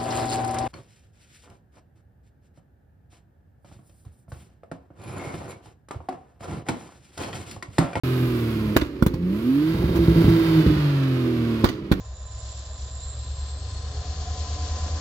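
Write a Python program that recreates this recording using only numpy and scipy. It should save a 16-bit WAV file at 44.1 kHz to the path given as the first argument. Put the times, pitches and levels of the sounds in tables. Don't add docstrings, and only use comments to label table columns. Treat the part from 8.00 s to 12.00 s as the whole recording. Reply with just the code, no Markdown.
import sys
import numpy as np
from scipy import signal
from scipy.fft import rfft, irfft
from scipy.io import wavfile
from scipy.ndimage import uniform_filter1d

SR = 44100
rng = np.random.default_rng(int(sys.argv[2]) if len(sys.argv) > 2 else 0)


def log_audio(samples):
    frames = np.atleast_2d(samples).T
    limited = np.clip(frames, -1, 1)
    pcm = np.round(limited * 32767).astype(np.int16)
    wavfile.write(sys.argv[1], SR, pcm)


N = 176400
TIME = np.arange(N) / SR
BINS_HZ = np.maximum(np.arange(N // 2 + 1) * SR / N, 1)

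# (time [s], thud level [dB], gap before it [s])
MISFIRES = [(1.744,-16.5,0.0024),(1.792,-18,0.04),(1.84,-12.5,0.0086),(1.893,-14,0.033),(1.948,-17,0.04695),(1.99,-12,0.011),(2.082,-9.5,.027),(2.159,-15,0.036),(2.243,-9.5,0.0185),(2.281,-7.5,0.035),(2.663,-8,0.0388),(2.765,-17,0.011)]
PORT_LAG_S, DIFFUSE_SHARE = 0.00018, 0.73
TAIL_DB = -16


def from_db(db):
    return 10 ** (np.asarray(db) / 20)


def rms_one(x):
    return x / np.sqrt(np.mean(x ** 2) + 1e-20)


def in_time(rows):
    s, *columns = np.transpose(rows)
    return [np.interp(TIME, s, column) for column in columns]


def gain_at(points, hz):
    at_hz, db = np.transpose(points)
    return from_db(np.interp(np.log(hz), np.log(at_hz), db))


def colour(x, gain):
    return irfft(rfft(x) * gain, N)


def drift(rate_hz):
    step = 40
    pole = np.exp(-2 * np.pi * rate_hz * step / SR)
    settling = 2000
    white = rng.standard_normal(N // step + settling + 2)
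    slow = signal.lfilter([1], [1, -2 * pole, pole * pole], white)[settling:]
    return np.interp(np.arange(N) / step, np.arange(len(slow)), rms_one(slow))


def delayed(x, s):
    return np.interp(TIME - s, TIME, x, left=0)


def at_ports(x):
    return np.array([x, delayed(x, PORT_LAG_S)])


def spread(three):
    direct = np.array([three[0], np.roll(three[0], int(PORT_LAG_S * SR))])
    return np.sqrt(1 - DIFFUSE_SHARE) * direct + np.sqrt(DIFFUSE_SHARE) * three[1:]


def dying(age, t60):
    return np.exp(-np.log(1000) * np.maximum(age, 0) / t60)


def ring(hits, modes, vary_db):
    swing_s = 0.0015
    s, db, *_ = np.transpose(hits)
    strengths = rng.standard_normal((len(s), len(modes))).T
    out = np.zeros(N)
    for (hz, mode_db, t60), chance in zip(modes, strengths):
        clicks = np.full(N, 1e-18)
        clicks[(s * SR).astype(int)] = from_db(db + mode_db + vary_db * chance)
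        radius, angle = from_db(-60 / (t60 * SR)), 2 * np.pi * hz / SR
        resonator = [1, -2 * radius * np.cos(angle), radius * radius]
        out += signal.lfilter([0, np.sin(angle)], resonator, clicks)
    return out - delayed(out, swing_s)


def ragged(axis, step, depth_db, size):
    knots = rng.standard_normal(size // 16)
    wander = np.interp(axis / step, np.arange(len(knots)), knots)
    return from_db(depth_db * np.clip(wander, -2, 2))


def bursts(hits, spectrum, tail_db, size=16384):
    rise_s, fall_t60_s, tail_t60_s = 0.00071, 0.052, 0.37
    ripple_hz, ripple_db = 130, 5
    crackle_s, crackle_db = .0012, 3.5
    age, hz = np.arange(size) / SR, np.maximum(np.arange(size // 2 + 1) * SR / size, 1)
    tint = gain_at(spectrum, hz)
    octaves = np.log2(np.clip(hz, 800, 6000))
    tail = from_db(tail_db) * dying(age, tail_t60_s)
    out = np.zeros((2, N + size))
    for s, db, tilt_db, hold in hits:
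        own = from_db(tilt_db * octaves) * ragged(hz, ripple_hz, ripple_db, size)
        white = spread(rng.standard_normal((3, size)))
        noise = rms_one(irfft(rfft(white) * tint * own))
        shape = np.minimum(age / rise_s, 1) * (dying(age - hold, fall_t60_s) + tail)
        shape = shape * ragged(age, crackle_s, crackle_db, size)
        start = int(s * SR)
        out[:, start:start + size] += from_db(db) * shape * noise
    return out[:, :N]


def engine(speed, turns, cut):
    # (time [s], level [dB])
    firing_level = [(.04,-20.5),(.3,-23),(.74,-29.5),(.85,-64),(1.15,-31),(1.3,-38),(1.5,-29.5),(1.7,-24.5),(1.95,-21.5),(2.17,-11.5),(2.35,-15),(2.39,-30.5),(2.52,-21.5),(2.58,-14.5),(2.64,-17),(2.78,-21),(2.85,-13.5),(3.1,-20),(3.3,-25.5),(3.63,-26.5),(3.73,-42),(4,-54)]
    # (time [s], level [dB])
    octave_level = [(.04,-27),(.74,-25),(.85,-62),(1.122,-47),(1.24,-20.5),(1.42,-24),(1.5,-15.5),(1.72,-18.5),(1.85,-29.5),(2,-17),(2.4,-15.5),(2.49,-19.5),(2.58,-13),(2.68,-18.5),(2.9,-28.5),(3.1,-22.5),(3.63,-25.5),(3.73,-44),(4,-30)]
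    # (time [s], level [dB])
    burble_level = [(.04,1.5),(.75,-2.5),(.86,-8.5),(1.15,-4),(1.3,-3),(1.7,-3.5),(2.2,3.5),(2.45,2),(2.9,-2),(3.3,2),(3.63,0.5),(3.73,-9),(4,-8.5)]
    # (multiple of crank speed, level [dB])
    burble_orders = [(2,-34),(4,-40),(7,-36.5),(8,-30.5),(9,-28),(10,-33),(11,-40),(12,-28.5),(14,-34),(15,-31.5),(18,-27.5)]
    # (frequency [Hz], gain [dB])
    pipe = [(20,-23),(45,-1.5),(66,5),(90,-7),(110,1.5),(142,3),(200,-5),(260,-5.5),(325,2),(385,-5),(450,-12),(540,-16.5),(750,-28.5),(1500,-63)]
    # (time [s], level [dB])
    rumble_level = [(0,-35),(.75,-30),(.9,-38),(1.7,-34.5),(1.76,-28),(2.3,-23),(2.44,-28.5),(2.52,-28.5),(2.7,-22.5),(2.86,-36.5),(3.6,-37.5),(4,-33)]
    half_orders_db, gap_tone_db = -68, -8.5
    tone_waver_db, burble_waver_db = 1.36, 2.5

    def tone(order, waver_db):
        return np.sin(2 * np.pi * (order * turns + rng.random())) * from_db(waver_db * drift(9.1))

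    firing = from_db(in_time(firing_level)[0]) * tone(3, tone_waver_db)
    firing = firing + from_db(in_time(octave_level)[0]) * tone(6, tone_waver_db)
    firing = firing * from_db(gap_tone_db * cut)
    orders = [(round(order), db) for order, db in burble_orders]
    orders += [(k + .5, half_orders_db) for k in range(1, 14)]
    burble = np.zeros(N)
    for order, db in orders:
        burble += from_db(db) * gain_at(pipe, order * speed) * tone(order, burble_waver_db)
    rumble = rms_one(colour(rng.standard_normal(N), gain_at(pipe, BINS_HZ)))
    burble = from_db(in_time(burble_level)[0]) * burble
    return at_ports(firing + burble + from_db(in_time(rumble_level)[0]) * rumble)


def limiter():
    edge_s, slip_turns = .008, .026
    cut, slip = np.zeros(N), np.zeros(N)
    for (s, _, gap), chance in zip(MISFIRES, rng.standard_normal(len(MISFIRES))):
        cut[(TIME > s - gap) & (TIME < s)] = 1
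        slip[TIME > s] = slip_turns * chance
    return uniform_filter1d(np.array([cut, slip]), int(edge_s * SR))


def bangs():
    # (time [s], thump level [dB], thump pitch [Hz], crack delay [s], crack level [dB],
    # sizzle level [dB], crack tilt [dB per octave], hold of crack and sizzle [s])
    explosions = [(.7628,0.5,268,0.0019,-14,-24.5,0.5,0.0014),(0.8207,-5,295,-0.0078,-23.5,-50,-0.5,0.0038),(1.0237,2.5,223,0,-20.5,-33.5,-2,0.0022),(1.0643,1,193,-0.0016,-24.5,-30.5,-1,0.0052),(1.139,-10,149,-.001,-42,-50,2,0.0073),(3.6391,0.5,247,.0035,-11,-30,-0.5,0.0017),(3.695,-13,270,-.0079,-24.5,-46,1.5,0.005),(3.9149,3,205.5,0.0014,-17.5,-36,-3,0.0071)]
    # (frequency [Hz], level [dB], t60 [s])
    pipe_modes = [(48.4,-12,0.14),(69.7,-10.5,0.09),(123,-13.5,0.045),(305.6,-17.5,0.042),(516,-26.5,0.039),(1032,-30.5,0.022)]
    # (frequency [Hz], density [dB per Hz])
    crack_spectrum = [(300,12),(600,-1.5),(780,-5.5),(1100,3.5),(1700,-2.5),(3000,-8),(4600,-11),(5800,-15),(9000,-27),(16000,-26)]
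    # (frequency [Hz], density [dB per Hz])
    sizzle_spectrum = [(4000,-15),(8500,-7),(11500,-0.5),(15500,2.5)]
    thump_t60_s, thump_rise_s, sizzle_tail_db = 0.026, 0.0032, -24
    thumps = ring(explosions, pipe_modes, vary_db=0.5)
    cracks, sizzles = [], []
    for s, thump_db, hz, lag, crack_db, sizzle_db, tilt_db, hold in explosions:
        age = np.maximum(TIME - s, 0)
        envelope = dying(age, thump_t60_s) * (1 - np.exp(-age / thump_rise_s))
        thumps += from_db(thump_db) * np.sin(2 * np.pi * hz * age) * envelope
        cracks.append((s + lag, crack_db, tilt_db, hold))
        sizzles.append((s + lag, sizzle_db, 0, hold))
    crack = bursts(cracks, crack_spectrum, TAIL_DB)
    sizzle = bursts(sizzles, sizzle_spectrum, sizzle_tail_db)
    return at_ports(thumps) + crack + sizzle


def misfires():
    # (frequency [Hz], level [dB], t60 [s])
    thud_modes = [(68,3,0.19),(112,-2.5,0.07),(184,-7,0.11),(262,-15,0.041),(400,-20,.045)]
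    # (time [s], level [dB], hold [s])
    spits = [(1.823,-42,0.0077),(1.955,-33.5,0.023),(2.214,-34,0.011),(2.289,-34,0.0095)]
    # (frequency [Hz], density [dB per Hz])
    spit_spectrum = [(1200,5),(4500,-12),(8500,-23),(13000,-15)]
    spit = bursts([(s, db, 0, hold) for s, db, hold in spits], spit_spectrum, TAIL_DB)
    return at_ports(ring(MISFIRES, thud_modes, vary_db=0.4)) + spit


def cycle_grit(size):
    uneven_db = 4.0
    overtones = rfft(rng.standard_normal((3, size)))
    chance = np.clip(rng.standard_normal(size // 2 + 1), -2, 2)
    return irfft(overtones * from_db(uneven_db * chance))


def gas_hiss(turns, size=2048):
    # (time [s], level [dB], top-octave gain [dB])
    flow = [(.04,-35.5,5.5),(.4,-38,6),(.75,-41,3.5),(.9,-49.5,-2),(1.2,-51.5,1),(1.35,-44,7),(1.7,-36.5,2.5),(1.9,-37.5,2.5),(2.3,-31.5,2),(2.55,-31.5,.5),(2.85,-34,-4),(3.3,-39,-.5),(3.62,-38.5,-1.5),(3.8,-50,-12),(4,-47.5,0)]
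    # (frequency [Hz], density [dB per Hz])
    hiss_spectrum = [(560,-2.5),(760,-9.5),(1000,-4),(1300,-5.5),(1700,-9.5),(2400,-11),(3300,-15.5),(5100,-20.5),(5600,-25.5),(8800,-34),(11500,-27.5),(15500,-28.5)]
    low_hz, top_hz = 500, 8700
    rasp_share, throb_depth, sputter_db = .58, 0.024, .7
    flow_db, top_db = in_time(flow)
    place = turns / 2 % 1 * size
    cycle = rms_one(np.array([np.interp(place, np.arange(size), grit) for grit in cycle_grit(size)]))
    fresh = rng.standard_normal((3, N))
    noise = spread(np.sqrt(rasp_share) * cycle + np.sqrt(1 - rasp_share) * fresh)
    noise = rms_one(colour(noise, gain_at(hiss_spectrum, BINS_HZ) / (1 + (low_hz / BINS_HZ) ** 4)))
    top = colour(noise, 1 / (1 + (top_hz / BINS_HZ) ** 6))
    throb = 1 + throb_depth * np.sin(2 * np.pi * 3 * turns)
    level = from_db(flow_db + sputter_db * drift(85))
    return level * throb * (noise + (from_db(top_db) - 1) * top)


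def walls(x):
    # (delay [s], level [dB])
    echoes = [(.021,-29),(.034,-27),(.087,-28)]
    low_pass = signal.butter(2, 3100, fs=SR, output="sos")
    dull = signal.sosfilt(low_pass, x.mean(axis=0))
    out = np.zeros((2, N))
    for k, (s, db) in enumerate(echoes):
        out[k % 2] += from_db(db) * delayed(dull, s)
    return out


def scene():
    # (time [s], speed [turns per second])
    crank_speed = [(0,43.4),(.25,41.8),(.5,37.7),(.75,34.5),(1.14,28.6),(1.22,29.1),(1.3,31),(1.5,43.4),(1.65,52.2),(1.75,55.5),(2.3,55.1),(2.48,54.2),(2.75,50.6),(3,45.7),(3.25,41.4),(3.6,37.1),(4,30.9)]
    jitter, gap_hiss_db = .002, -0.5
    speed = in_time(crank_speed)[0] * (1 + jitter * drift(15))
    turns = np.cumsum(speed) / SR
    explosions = bangs() + misfires()
    cut, slip = limiter()
    hiss = from_db(gap_hiss_db * cut) * gas_hiss(turns)
    return engine(speed, turns + slip, cut) + hiss + explosions + walls(explosions)


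def record(dry):
    # (frequency [Hz], level difference [dB])
    tilt = [(60,-2),(140,0),(320,-4),(600,-6.5),(1200,-2),(2200,-3.5),(4500,-12.5),(6500,3.5),(8500,6.5),(14000,5.5)]
    start_s, top_cut_hz = .035, 15750
    lean = np.sqrt(gain_at(tilt, BINS_HZ))
    left, right = colour(dry, np.array([lean, 1 / lean]))
    left = signal.sosfilt(signal.butter(1, 17.5, "high", fs=SR, output="sos"), left)
    right = signal.sosfilt(signal.butter(1, 24, "high", fs=SR, output="sos"), right)
    rumble_cut = signal.butter(2, 56.7, "high", fs=SR, output="sos")
    ports = signal.sosfilt(rumble_cut, np.array([left, right]))
    heard = np.clip(ports * (TIME > start_s), -1, 1)
    return signal.sosfilt(signal.ellip(10, .1, 80, top_cut_hz, fs=SR, output="sos"), heard)


dry = scene()
out = record(dry)
log_audio(out)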